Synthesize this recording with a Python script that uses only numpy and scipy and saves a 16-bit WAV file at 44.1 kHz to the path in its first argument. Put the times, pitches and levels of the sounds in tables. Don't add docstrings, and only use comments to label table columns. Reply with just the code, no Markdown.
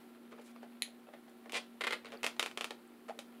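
import sys
import numpy as np
from scipy import signal
from scipy.fft import rfft, irfft
from scipy.io import wavfile
from scipy.ndimage import uniform_filter1d

SR = 44100
rng = np.random.default_rng(int(sys.argv[2]) if len(sys.argv) > 2 else 0)


def output_pcm(signal):
    pcm = np.clip(np.atleast_2d(signal).T, -1, 1) * 32767
    wavfile.write(sys.argv[1], SR, np.round(pcm).astype(np.int16))


def volts(x):
    e = np.asarray(x, float) / 20
    return 10 ** e


N = 149940


def evened(x):
    return x / np.sqrt(np.mean(x ** 2) + 1e-20)


def read(points, hz):
    f, value = np.transpose(points)
    return np.interp(np.log(hz + 1), np.log(f + 1), value)


def add(mix, s, sound):
    part = mix[..., round(s * SR):][..., :sound.shape[-1]]
    part += sound[..., :part.shape[-1]]


def slow(top_hz):
    t = np.arange(N) / SR
    rates = top_hz * np.geomspace(.05, 1, 16)
    return evened(sum(np.sin(2 * np.pi * (f * t + rng.random())) / np.sqrt(f) for f in rates))


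def colour(x, tone, tilt_db=0.):
    hz = abs(np.fft.fftfreq(2048, 1 / SR))
    db = read(tone, hz) + tilt_db * np.log2(np.clip(hz, 250, 16000) / 2000)
    log_gain = np.log(volts(np.maximum(db, -100)))
    phase = -signal.hilbert(log_gain).imag
    taps = np.fft.ifft(np.exp(log_gain + 1j * phase)).real[:1024]
    return signal.fftconvolve(x, taps)[:len(x)]


# (frequency [Hz], level [dB rms])
HUM = [(236.9, -59), (360.7, -68.5), (769.8, -80), (1362, -79.5)]


def hum():
    out = np.zeros(N)
    for hz, db in HUM:
        level = np.sqrt(2) * volts(db + 1.5 * slow(7.8))
        turns = np.cumsum(hz + 0.99 * slow(4.8)) / SR
        out += level * np.sin(2 * np.pi * turns)
    return out


# (frequency [Hz], density [dB per Hz])
HISS_TONE = [(100, -29.5), (240, -4), (360, -5.5), (500, -11.5), (4000, -28), (6200, -35.5), (10000, -31.5),
             (15800, -33.5)]
# (frequency [Hz], density [dB per Hz])
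RUMBLE_TONE = [(20, -6.5), (130, 8), (200, -12), (400, -25)]


def hiss(shake):
    hz = np.fft.rfftfreq(N, 1 / SR)
    air, low = (evened(irfft(rfft(rng.standard_normal(N)) * volts(read(tone, hz)), N))
                for tone in (HISS_TONE, RUMBLE_TONE))
    shaking = uniform_filter1d(abs(shake), size=2000)
    swell = volts(-91.5 + 4 * slow(4.1)) * (1 + 580 * shaking)
    return volts(-62 + 0.79 * slow(6.0)) * air + swell * low


# (time [s], level [dB])
RUSTLE = [(0, -61), (.3, -61.5), (.65, -56.5), (.8, -61), (1.1, -62.5), (1.4, -63.5), (1.7, -62),
          (2.1, -58), (2.6, -60), (2.85, -61.5), (3.1, -63), (3.4, -61.5)]
# (frequency [Hz], density [dB per Hz])
RUSTLE_TONE = [(250, 0.5), (600, 2), (2000, 0.5), (4500, -7.5), (7000, -52), (10000, -11.5), (15000, -16)]


def rustle():
    grains_per_s, spread_db, puff_s = 360, 3, 0.0016
    size = volts(spread_db * np.minimum(rng.exponential(1, N), 2.5))
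    grains = size * (rng.random(N) < grains_per_s / SR)
    puffs = signal.lfilter([1], [1, -np.exp(-1 / (puff_s * SR))], grains)
    level_db = np.interp(np.arange(N) / SR, *np.transpose(RUSTLE)) - 11
    return volts(level_db) * evened(colour(puffs * rng.standard_normal(N), RUSTLE_TONE))


def ringing(body, pitch, vary_db):
    t = np.arange(3072) / SR
    level_spread, pitch_spread = rng.standard_normal((2, 6))
    out = 0 * t
    for k, (hz, width, db) in enumerate(body):
        level = volts(db + vary_db * level_spread[k]) * np.sqrt(width)
        mode_hz = hz * (pitch + 0.0021 * pitch_spread[k])
        out += level * np.exp(-np.pi * width * t) * np.sin(2 * np.pi * mode_hz * t)
    return out


def click(tone, body, tilt_db=0., pitch=1., ring=.3, vary_db=2.1,
          burst_s=0.003, rough=0.55, rise_s=.0009, count=1):
    t = np.arange(3072) / SR
    shape = np.exp(-t / burst_s) * np.minimum(t / rise_s, 1) ** 2
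    burst = rough * rng.standard_normal(3072) * shape
    burst[round(.0009 * SR)] -= 1
    for _ in range(count):
        z = rfft(burst)
        burst = irfft(z / abs(z)) * np.sqrt(shape)
    crack = colour(burst, tone, tilt_db)
    crack = crack / np.linalg.norm(crack)
    out = np.array([crack, 0 * t])
    if body:
        modes = signal.fftconvolve(ringing(body, pitch, vary_db), burst[:200])[:len(t)]
        modes = modes / np.linalg.norm(modes)
        out = np.array([np.sqrt(1 - ring) * crack, np.sqrt(ring) * modes])
    return out / abs(out.sum(0)).max()


def clicks(events, tone, body=(), **feel):
    out = np.zeros((2, N))
    for s, db, *tilt_and_pitch in events:
        add(out, s, volts(db) * click(tone, body, *tilt_and_pitch, **feel))
    return out


# (time [s], peak
# level [dB], brightness [dB per octave])
BRUSHES = [(.205, -76, 14), (.312, -47, 1.5), (.33, -49.5, -3.5), (.378, -47, -2.5), (.41, -55.5, 9.5),
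           (.44, -56, 8.5), (.47, -52.5, 7.5), (.455, -54, 11), (.49, -58, 7), (.505, -60, 9),
           (.625, -53, 2), (.72, -63, -5), (1.08, -52, -4.5), (1.13, -48, 0), (1.275, -51.5, -0.5),
           (2.135, -49, -6), (3.2, -58, -2), (3.082, -52, 10), (3.215, -60, 6)]
# (frequency [Hz], density [dB per Hz])
FOOD_TONE = [(250, -25), (420, 4.5), (900, -1.5), (2600, -8), (4500, -19), (6000, -25), (10000, -30),
             (15500, -59)]


def brushes():
    return clicks(BRUSHES, FOOD_TONE, burst_s=0.0057, rough=1.1, rise_s=0.0096, count=0)


# (time [s], peak level [dB], pitch [Hz])
THUDS = [(0.215, -49, 362), (0.315, -47, 361), (0.39, -46.5, 456), (0.636, -50, 417), (1.457, -54, 533),
         (2.154, -50, 390), (2.574, -43, 425), (2.876, -54, 358), (2.921, -58, 380), (3.015, -53, 374),
         (3.034, -47.5, 364), (3.17, -50, 432), (3.186, -45, 560), (3.222, -57, 345), (3.295, -61, 376)]


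def thuds():
    out, t = np.zeros(N), np.arange(2048) / SR
    swell_s = 0.0045
    shape = np.e * t / swell_s * np.exp(-t / swell_s)
    for s, db, hz in THUDS:
        add(out, s, volts(db - 4.5) * shape * np.sin(2 * np.pi * hz * t))
    return out


# (time [s], peak level [dB], brightness [dB per octave])
TICKS = [(.326, -46, -1), (.396, -49, -1), (0.561, -46, -0.5), (0.6295, -40.5, -2.5), (0.639, -54, -4),
         (0.878, -49.5, -3), (1.069, -50.5, -4), (1.088, -48, -2), (1.136, -45, -3), (1.295, -55.5, 12),
         (1.458, -43, -2), (2.0464, -38.5, 1), (2.0559, -40, 0.5), (2.0668, -37.5, 1.5), (2.0757, -50, 0),
         (2.0847, -48, 0), (2.1032, -46, 0), (2.1198, -38.5, 2), (2.1269, -39, 0), (2.1318, -47, 0),
         (2.1359, -44, 2), (2.1396, -46, 0.5), (2.1426, -42, -1.5), (2.151, -47, -3), (2.156, -50, -2),
         (2.365, -43, 3)]


def ticks():
    return clicks(TICKS, FOOD_TONE, burst_s=0.0026, count=0)


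# (time [s], length [s], level [dB], start pitch [Hz], end pitch [Hz])
SQUEAKS = [
    (.5605, .005, -54, 1100, 1250),
    (2.1722, .003, -52, 4350, 4700),
    (2.876, .0015, -60, 7600, 8800),
    (2.911, .0012, -67, 8000, 9000),
    (3.0935, .0115, -35.5, 600, 670),
    (3.1035, .012, -37, 760, 830),
    (3.117, .012, -49, 740, 700),
]


def squeaks():
    out = np.zeros(N)
    for s, length, db, from_hz, to_hz in SQUEAKS:
        u = np.arange(0, 1, 1 / (length * SR))
        turns = np.cumsum(from_hz + (to_hz - from_hz) * u) / SR
        flutter = 1 + 0.37 * np.sin(2 * np.pi * 110 * u * length)
        add(out, s, volts(db) * np.sin(np.pi * u) * flutter * np.sin(2 * np.pi * turns))
    return out


# (time [s], peak level [dB])
NAIL = [
    (.8207, -18),
]
# (frequency [Hz], width [Hz], level [dB])
NAIL_BODY = [(2670, 250, 1.5), (4160, 250, 7)]
# (frequency [Hz], density [dB per Hz])
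NAIL_TONE = [(900, -41), (1900, -1.5), (4200, -3.5), (5300, -18.5), (6900, -6.5), (8000, -18),
             (10500, -1.5), (15500, -41)]


def nail():
    return clicks(NAIL, NAIL_TONE, NAIL_BODY, ring=0.35, rough=0.3, burst_s=0.0014, count=4)


# (time [s], peak level [dB], brightness [dB per octave], rim pitch [ratio])
SNAPS = [(1.4948, -37.5, -0.8, 0.86), (1.5208, -29, 4.5, 1.06), (1.5305, -31, -7.5, .95),
         (2.2306, -25, 2, 0.79), (2.2396, -23.5, -2.8, 0.94), (2.2436, -22, 1, 0.84),
         (2.2487, -41, -4, 1.1), (2.2639, -17.5, 1.7, 0.96), (2.3946, -18, 1.2, 1.12),
         (2.404, -32.5, -0.5, 0.75), (2.4266, -20, 1.2, 1.03), (2.46, -22.5, 1, 0.98),
         (2.5124, -36, 0.5, 0.93), (2.5735, -24.5, 1, 0.96), (2.609, -24.5, 0.4, 1.01),
         (2.643, -23.5, 1.5, 1.02), (2.7065, -29, -0.5, 1.17), (2.7087, -34, -4, 0.73),
         (3.189, -32, 3, 1.13)]
# (frequency [Hz], width [Hz], level [dB])
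SNAP_BODY = [(499, 96, 16), (731, 43, 15), (933, 31, 12), (1370, 49, 12.5), (2810, 230, 24),
             (3340, 290, 26)]
# (frequency [Hz], density [dB per Hz])
SNAP_TONE = [(250, -18.5), (420, -5), (1150, -5.5), (1600, -8), (2570, -7), (5390, -16.5), (9850, -21.5),
             (15500, -36)]


def snaps():
    return clicks(SNAPS, SNAP_TONE, SNAP_BODY, vary_db=1.5, ring=0.36, burst_s=0.0037, rough=.8)


# (time [s], peak level [dB], brightness [dB per octave], wall pitch [ratio])
RIPS = [(1.5352, -35, 3, 1.2), (1.5396, -30, 1.5, 1.01), (1.5426, -31, -1, 1.14), (1.545, -27.5, 1.5, 0.96),
        (1.5495, -26.5, -2, 0.93), (1.5532, -25, -0.5, 0.93), (1.5567, -30.5, -1.5, 1.2),
        (1.5603, -27, -1.5, 0.8), (1.5637, -30.5, -0.5, 1.13), (1.5665, -27, .1, .96),
        (1.5698, -29, 2.5, 0.94), (1.5727, -32, -1, 0.94), (1.5756, -33, 1, .87), (1.5785, -31, -1, 0.81),
        (1.5825, -34.5, -2, 0.86)]
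# (frequency [Hz], width [Hz], level [dB])
RIP_BODY = [(597, 620, -1), (2540, 160, 11), (4000, 260, 0)]
# (frequency [Hz], density [dB per Hz])
RIP_TONE = [(250, -36), (450, -4), (1500, -11), (2500, -2.5), (4300, -9), (5600, -16), (9500, -18.5),
            (15500, -47)]


def rips():
    return clicks(RIPS, RIP_TONE, RIP_BODY, ring=0.33, burst_s=0.0027, rough=0.5)


# (time [s], peak level [dB])
CREAKS = [(1.8081, -25), (1.8097, -27.5), (1.8114, -27.5), (1.813, -48), (1.8166, -26.5), (1.8181, -29),
          (1.8375, -25), (1.8406, -25.5), (1.8435, -26.5), (1.8461, -26), (1.8683, -22.5), (1.8703, -28),
          (1.8727, -27), (1.8755, -23.5), (1.8805, -31), (1.8774, -45), (1.9069, -24), (1.9086, -28),
          (1.9106, -28), (1.9236, -24.5), (1.9256, -36), (1.9289, -25), (1.9311, -24.5), (1.9345, -27),
          (1.9375, -32), (1.9416, -37)]
# (frequency [Hz], width [Hz], level [dB])
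CREAK_BODY = [(463, 210, 1), (1196, 23, 5), (1570, 120, 8.5), (2075, 65, 17), (2480, 74, -20),
              (3230, 240, 4.5)]
# (frequency [Hz], density [dB per Hz])
CREAK_TONE = [(250, -14.5), (420, -2.5), (900, -9.5), (2100, -2), (4000, -8.5), (5500, -22), (9500, -22),
              (15500, -37)]


def creaks():
    return clicks(CREAKS, CREAK_TONE, CREAK_BODY, ring=0.48, burst_s=0.0018, rough=.6)


# (time [s], peak level [dB])
LUMP = [
    (3.0827, -43.5),
    (3.0867, -40.5),
    (3.0885, -40),
    (3.0954, -37.5),
    (3.0996, -47),
    (3.1045, -42),
]
# (frequency [Hz], width [Hz], level [dB])
LUMP_BODY = [(890, 300, 17), (1400, 550, 33), (2370, 780, -3)]


def lump():
    return clicks(LUMP, FOOD_TONE, LUMP_BODY, ring=0.37)


def scatter(x):
    t = np.arange(1024) / SR
    bright = signal.butter(1, 1490, "high", fs=SR, output="sos")
    bounces = signal.sosfilt(bright, rng.standard_normal(1024)) * t * np.exp(-t / 0.0035)
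    return signal.fftconvolve(x, volts(-10) * bounces / np.linalg.norm(bounces))[:N]


# (delay [s], level [dB])
ECHOES = [
    (.0088, -10),
    (.0104, -12),
    (.0175, -18),
]


def echoes(x):
    dull = signal.sosfilt(signal.butter(2, 3900, fs=SR, output="sos"), x)
    out = np.zeros(N)
    for s, db in ECHOES:
        add(out, s, volts(db) * dull)
    return out


# (frequency [Hz], t60 [s])
ROOM = [(300, 0.24), (800, 0.22), (2100, 0.18), (4000, 0.22), (7000, 0.18), (12000, 0.16)]


def room(x):
    turn = np.pi * np.arange(N) / SR / .07
    out = x + scatter(x) + echoes(x)
    for weight in (np.sin(turn), np.cos(turn)):
        hz, t, z = signal.stft(rng.standard_normal(SR // 2), SR, nperseg=128)
        tail = signal.istft(z * volts(-60 * t / read(ROOM, hz)[:, None]), SR, nperseg=128)[1]
        tail = tail * np.clip(np.arange(len(tail)) / SR / .007, 0, 1) ** 2
        out += signal.fftconvolve(x * weight, volts(-6) * tail / np.linalg.norm(tail))[:N]
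    return out


def scene():
    ring_wet, squeak_wet = 0.3, 0.25
    tray = creaks() + snaps() + rips() + lump()
    hand = nail() + ticks() + brushes()
    broad, rings = tray + hand
    soft = squeaks() + thuds()
    reflected = room(broad + ring_wet * rings + squeak_wet * soft + rustle())
    near = reflected + (1 - ring_wet) * rings + (1 - squeak_wet) * soft
    bass_cut = signal.butter(4, 270, "high", fs=SR, output="sos")
    return (signal.sosfilt(bass_cut, near) + hum() + hiss(broad))[None]


def roll_off(x):
    return signal.sosfilt(signal.butter(12, 16450, fs=SR, output="sos"), x)


def record(dry):
    limited = signal.oaconvolve(dry, signal.firwin(255, 15750, fs=SR)[None], "same")
    return roll_off(limited)


dry = scene()
out = record(dry)
output_pcm(out)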